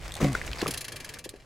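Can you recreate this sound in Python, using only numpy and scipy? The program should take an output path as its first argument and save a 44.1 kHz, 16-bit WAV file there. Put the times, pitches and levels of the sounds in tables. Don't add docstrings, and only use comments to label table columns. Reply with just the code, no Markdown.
import sys
import numpy as np
from scipy import signal
from scipy.fft import rfft, irfft, next_fast_len
from scipy.io import wavfile

SR = 44100
rng = np.random.default_rng(int(sys.argv[2]) if len(sys.argv) > 2 else 0)


def waveform_to_disk(signal):
    frames = np.transpose(np.atleast_2d(signal))
    scaled = np.clip(frames, -1, 1) * 32767
    samples = np.round(scaled).astype(np.int16)
    wavfile.write(sys.argv[1], SR, samples)


N = 63945


def amp(db):
    return 10 ** (np.asarray(db) / 20)


def unit(x):
    return x / np.sqrt(np.mean(x ** 2) + 1e-20)


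def eq(points):
    freqs, db = np.transpose(points)
    return lambda hz: amp(np.interp(np.log(hz + 1), np.log(freqs + 1), db))


def curve(rows):
    return np.interp(np.arange(N) / SR, *np.transpose(rows))


def filtered(x, response):
    n = x.shape[-1]
    size = next_fast_len(2 * n)
    return irfft(rfft(x, size) * response(np.fft.rfftfreq(size, 1 / SR)), size)[..., :n]


def noise(response, side_db, size=N):
    mid, side = filtered(rng.standard_normal((2, size)), response)
    return unit(np.array([mid + amp(side_db) * side, mid - amp(side_db) * side]))


def fade(t, t60):
    return np.exp(-np.log(1000) * t / t60)


def strike(t, attack_s, t60):
    return (1 - np.exp(-t / attack_s)) * fade(t, t60)


def add(track, start, sound):
    part = track[:, max(round(start * SR), 0):][:, :sound.shape[-1]]
    part += sound[..., :part.shape[-1]]


def impacts(rows, skirt, tone_share, side_db, attack_s):
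    out, t = np.zeros((2, N)), np.arange(SR // 5) / SR
    for start, db, pitch, t60, width in rows:
        peak = lambda hz: (1 + (np.log2((hz + 1) / pitch) / width) ** 2) ** (-skirt / 4)
        band = lambda hz: peak(hz) / (1 + (hz / pitch / 5) ** 2)
        envelope = strike(t, attack_s, t60)
        burst = unit(noise(band, side_db, size=len(t)) * envelope)
        ring = unit(np.sin(2 * np.pi * pitch * t) * envelope)
        gain = amp(db) * np.sqrt(2 * np.mean(fade(t, t60) ** 2))
        add(out, start, gain * (np.sqrt(1 - tone_share) * burst + np.sqrt(tone_share) * ring))
    return out


def tyre_boom():
    # (time [s], level [dB])
    landings = [(0.2243, -30), (0.2444, -21)]
    # (frequency [Hz], relative level [dB], t60 [s])
    modes = [(200, 1, 0.16), (332.6, -8.5, 0.27), (457, -11.5, 0.14), (580, -21, 0.54), (738, -20, 0.27),
             (1104, -20.5, 0.36), (1137, -22, 0.37), (2037, -23.5, 0.48)]
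    out, t = np.zeros((2, N)), np.arange(SR // 2) / SR
    boom = sum(amp(db) * np.sin(2 * np.pi * hz * t) * fade(t, t60) for hz, db, t60 in modes)
    for start, db in landings:
        add(out, start, amp(db) * boom)
    return out


def tread_buzz():
    # (time [s], knob rate [1/s])
    knob_rate = [(.22, 166), (.245, 149), (.27, 138), (.305, 136.5), (.325, 121.5), (.345, 103), (.36, 82)]
    # (time [s], level [dB])
    levels = [(.205, -53.5), (.228, -30.5), (.25, -21.5), (.275, -26.5), (.305, -27.5), (.335, -34.5),
              (.365, -59), (.38, -90)]
    # (multiple of the knob rate, relative level [dB])
    harmonics = [(1, 1.5), (2, -3.5), (3, -18), (4, -34), (5, -17)]
    phase = 2 * np.pi * np.cumsum(curve(knob_rate)) / SR
    return amp(curve(levels)) * unit(sum(amp(db) * np.sin(k * phase) for k, db in harmonics))


def frame_knocks():
    # (time [s], level [dB], pitch [Hz], t60 [s])
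    blows = [(.159, -42.5, 819, 0.29), (.203, -33, 356, 0.14), (.212, -25.5, 370, 0.083),
             (.229, -22, 226, 0.081), (0.2449, -21, 256, 0.056), (0.35, -34.5, 426, 0.031),
             (.478, -46, 244.6, 0.22), (.621, -32, 348, 0.026), (.627, -25.5, 312, 0.076),
             (.631, -34, 169, 0.08), (.66, -31.5, 421, 0.09), (.669, -37, 165, 0.19),
             (0.673, -33.5, 371, 0.13), (1.2566, -35.5, 403, 0.056), (1.336, -42, 414, 0.093)]
    width_octaves, cushion_hz = 0.66, 756
    rows = [(*blow, width_octaves) for blow in blows]
    knocks = impacts(rows, skirt=3.93, tone_share=0.19, side_db=-45, attack_s=0.00044)
    return signal.sosfilt(signal.butter(2, cushion_hz, fs=SR, output="sos"), knocks)


def stone_snaps():
    # (time [s], level [dB], pitch [Hz], t60 [s], width [octaves])
    stones = [(.034, -42.5, 3320, 0.0097, .7), (.047, -53, 6060, 0.008, 0.43),
              (.056, -44, 2400, .012, 0.55), (.0802, -41.5, 4860, 0.016, .8),
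              (.109, -36, 2050, 0.0055, 0.88), (.204, -34, 1115, 0.071, 0.23),
              (.207, -43.5, 6000, 0.14, .8), (.24, -42.5, 6000, 0.055, 0.67),
              (.2145, -32.5, 2110, .025, 0.44), (.2445, -29, 2200, 0.019, 1), (.3508, -20, 1470, 0.013, .4),
              (.415, -26.5, 1796, 0.0091, 0.18), (.464, -42.5, 6860, .06, .6),
              (.477, -33, 2150, 0.018, 0.53), (.515, -33.5, 2410, .012, 0.66),
              (.5315, -30.5, 2500, 0.011, 0.54), (.5317, -34.5, 4010, 0.011, 0.35),
              (.556, -40.5, 4130, 0.0049, .9), (.585, -43.5, 4900, 0.11, 0.08),
              (.589, -41, 1720, 0.037, 0.23), (.605, -38.5, 4220, 0.054, 0.092),
              (.6155, -29, 1710, 0.019, 0.48), (.6165, -27.5, 4370, 0.016, 0.67),
              (.6305, -37.5, 1010, 0.046, .4), (.6603, -28.5, 1220, 0.024, 0.083),
              (.6683, -22.5, 2410, 0.0051, 0.69), (1.168, -46, 1600, 0.048, 0.22)]
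    return impacts(stones, skirt=3.27, tone_share=0.24, side_db=-14, attack_s=0.00018)


def freehub():
    # (time [s], level [dB], spread of the pawl drops [s], tilt [dB/octave])
    clicks = [(0.677, -30, 0.0044, 2), (0.7075, -30, 0.0046, 2.5), (0.738, -31, 0.0063, 0),
              (0.7736, -31, .005, 2), (.808, -33, 0.0095, 3), (0.8434, -35, 0.0075, -0.5),
              (0.8811, -35, 0.0046, -1), (0.9196, -35.5, 0.0061, -1.5), (0.959, -35.5, 0.0097, -0.5),
              (1.0011, -37.5, 0.0087, -1), (1.045, -37, 0.0027, -.5), (1.0897, -36.5, 0.0049, -1),
              (1.1373, -38, 0.0057, 0), (1.1869, -39, 0.0058, 1), (1.241, -36, 0.013, 0),
              (1.293, -42.5, 0.00067, 2), (1.338, -51, 0.0027, -4.5), (1.358, -53.5, 0.0075, -2),
              (1.3986, -50, 0.0034, -5)]
    # (frequency [Hz], level [dB])
    colour = [(700, -16), (1400, -15.5), (1700, 4), (2100, -4.5), (2800, -0.5), (3650, -4), (4700, -1.5),
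              (5900, -7), (6400, -4.5), (8100, -10), (9100, -6), (10900, -4.5), (12400, -14), (15500, -17),
              (16000, -28)]
    # (frequency [Hz], relative level [dB])
    modes = [(1650, 0), (1745, 6), (1835, 1), (2355, 7.5), (2650, 5), (2860, 2), (3040, -6), (3255, 5),
             (4070, 7), (4180, -1), (4470, 0), (4780, 2), (4970, 2.5), (5300, 4.5), (5860, -13), (6265, 5),
             (6370, -3), (7115, 5), (7370, 3), (9020, -11), (10090, 4), (10650, -19), (10930, -1),
             (11050, 7)]
    pawls, attack_s, body_t60, crack_t60 = 6, 0.00038, 0.051, 0.013
    ring_db, scatter_db = -5, 3.5
    out, t = np.zeros((2, N)), np.arange(SR // 4) / SR
    hz, mode_db = np.transpose(modes)
    mode_t60 = 0.15 * (hz[0] / hz) ** 0.42
    for start, db, spread, tilt_db in clicks:
        drops = spread * (np.arange(pawls) + rng.random(pawls) - 1 / 2) / pawls
        age = np.maximum(t - drops[:, None], 0)
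        onset = 1 - np.exp(-age / attack_s)
        swell = lambda t60: np.sqrt(np.mean((onset * fade(age, t60)) ** 2, axis=0))
        tilt = lambda f: amp(tilt_db * np.log2((f + 1) / 5000))
        clash = noise(lambda f: eq(colour)(f) * tilt(f), side_db=-10, size=len(t))
        clash *= swell(body_t60) + swell(crack_t60)
        phase = rng.uniform(0, 2 * np.pi, (len(hz), 1))
        phase = phase + rng.normal(0, 0.29, (2, len(hz), 1))
        gains = (tilt(hz) * amp(mode_db + rng.normal(0, scatter_db, len(hz))))[:, None]
        partials = gains * np.sin(2 * np.pi * hz[:, None] * t + phase) * fade(t, mode_t60[:, None])
        ring = partials.sum(axis=1) * onset.mean(axis=0) / np.sqrt(np.sum(gains ** 2) / 2)
        add(out, start, amp(db) * (clash + amp(ring_db) * ring))
    return out


def chain_ticks():
    # (time [s], relative level [dB])
    ticks = [(0.1204, -31), (.1402, -27.5), (.1533, -29.5), (0.167, -33), (.33, -29), (1.2917, -29.5)]
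    # (frequency [Hz], width [Hz], relative level [dB])
    peaks = [(3550, 630, 5.5), (3930, 250, 3), (6370, 700, -0.5), (8100, 350, 2.5), (9000, 1200, -2),
             (11600, 700, -7), (14200, 600, -14)]
    out, t = np.zeros((2, N)), np.arange(SR // 20) / SR
    body = lambda f: np.sqrt(sum(amp(db) ** 2 / (1 + ((f - hz) / width) ** 2) ** 2
                                 for hz, width, db in peaks))
    envelope = strike(t, attack_s=0.00045, t60=0.008)
    for start, db in ticks:
        add(out, start, amp(db + 5) * noise(body, side_db=-14, size=len(t)) * envelope)
    return out


def grit_crunch():
    # (time [s], level [dB])
    levels = [(0, -50.5), (.05, -42.5), (.135, -49), (.175, -39.5), (.199, -49), (.206, -36), (.25, -34.5),
              (.305, -43.5), (.365, -37.5), (.405, -43.5), (.475, -41.5), (.505, -45), (.55, -45.5),
              (.61, -36.5), (.65, -41.5), (.73, -42.5), (.82, -51), (1.17, -50), (1.23, -61.5),
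              (1.45, -59.5)]
    # (frequency [Hz], level [dB])
    colour = [(100, 1), (300, -3), (600, 3), (900, -0.5), (1400, -2), (2100, 0.5), (3000, -6.5),
              (4500, -8.5), (8000, -12.5), (11500, -20.5), (16000, -28)]
    grains_per_s, grain_s, side_db = 1000, 0.00063, -8.5
    triggers = (rng.random(N) < grains_per_s / SR) * np.exp(0.3 * rng.standard_normal(N))
    grains = signal.lfilter([1], [1, -np.exp(-1 / (grain_s * SR))], triggers)
    crackle = unit(filtered(grains * noise(np.ones_like, side_db), eq(colour)))
    hiss = noise(eq(colour), side_db)
    return amp(curve(levels)) * unit(hiss + crackle)


def suspension_jolts():
    # (centre time [s], level [dB], pitch [Hz])
    bumps = [(0.071, -40.5, 49.7), (0.157, -54, 61), (.36, -42, 49), (0.516, -30.5, 52)]
    t, width_s = np.arange(N) / SR, 0.013
    return sum(amp(db) * np.cos(2 * np.pi * hz * (t - at)) * np.exp(-((t - at) / width_s) ** 2 / 2)
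               for at, db, hz in bumps)


def rolling_drone():
    # (time [s], level [dB])
    levels = [(0, -56), (.18, -53.5), (.38, -49), (.56, -49), (.68, -45), (.76, -46), (.86, -52.5),
              (.95, -46.5), (1.08, -52), (1.17, -50.5), (1.23, -55), (1.45, -60.5)]
    # (frequency [Hz], level [dB])
    colour = [(60, -4), (95, 1), (125, 8), (190, -4.5), (320, -2.5), (600, -4.5), (850, -19), (1200, -7),
              (1500, -54), (3000, -43)]
    return amp(curve(levels)) * noise(eq(colour), side_db=-41)


def wind():
    # (time [s], level [dB])
    levels = [(0, -43), (.25, -44.5), (.45, -40.5), (.7, -49.5), (.9, -53), (1.2, -55), (1.3, -55),
              (1.45, -58.5)]
    # (frequency [Hz], level [dB])
    colour = [(10, -8), (30, -3.5), (52, 0.5), (85, -10.5), (122, -5), (170, -20.5), (500, -40),
              (3000, -73)]
    return amp(curve(levels)) * noise(eq(colour), side_db=-9)


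def rock_reflections(hits):
    t, predelay_s, wet_db = np.arange(SR // 4) / SR, 0.004, -16
    tail = rng.standard_normal((2, len(t))) * fade(t, t60=0.05) * (t > predelay_s)
    return amp(wet_db) * signal.fftconvolve(hits, tail / np.linalg.norm(tail[0]), axes=1)[:, :N]


def scene():
    hits = stone_snaps() + frame_knocks() + chain_ticks() + freehub()
    wheels = tyre_boom() + tread_buzz() + suspension_jolts() + grit_crunch() + rolling_drone()
    pan = amp([[0.35], [-0.35]])
    return (hits + rock_reflections(hits) + wheels) * pan + wind()


def record(dry):
    return filtered(dry, lambda hz: hz < 15900)


dry = scene()
out = record(dry)
waveform_to_disk(out)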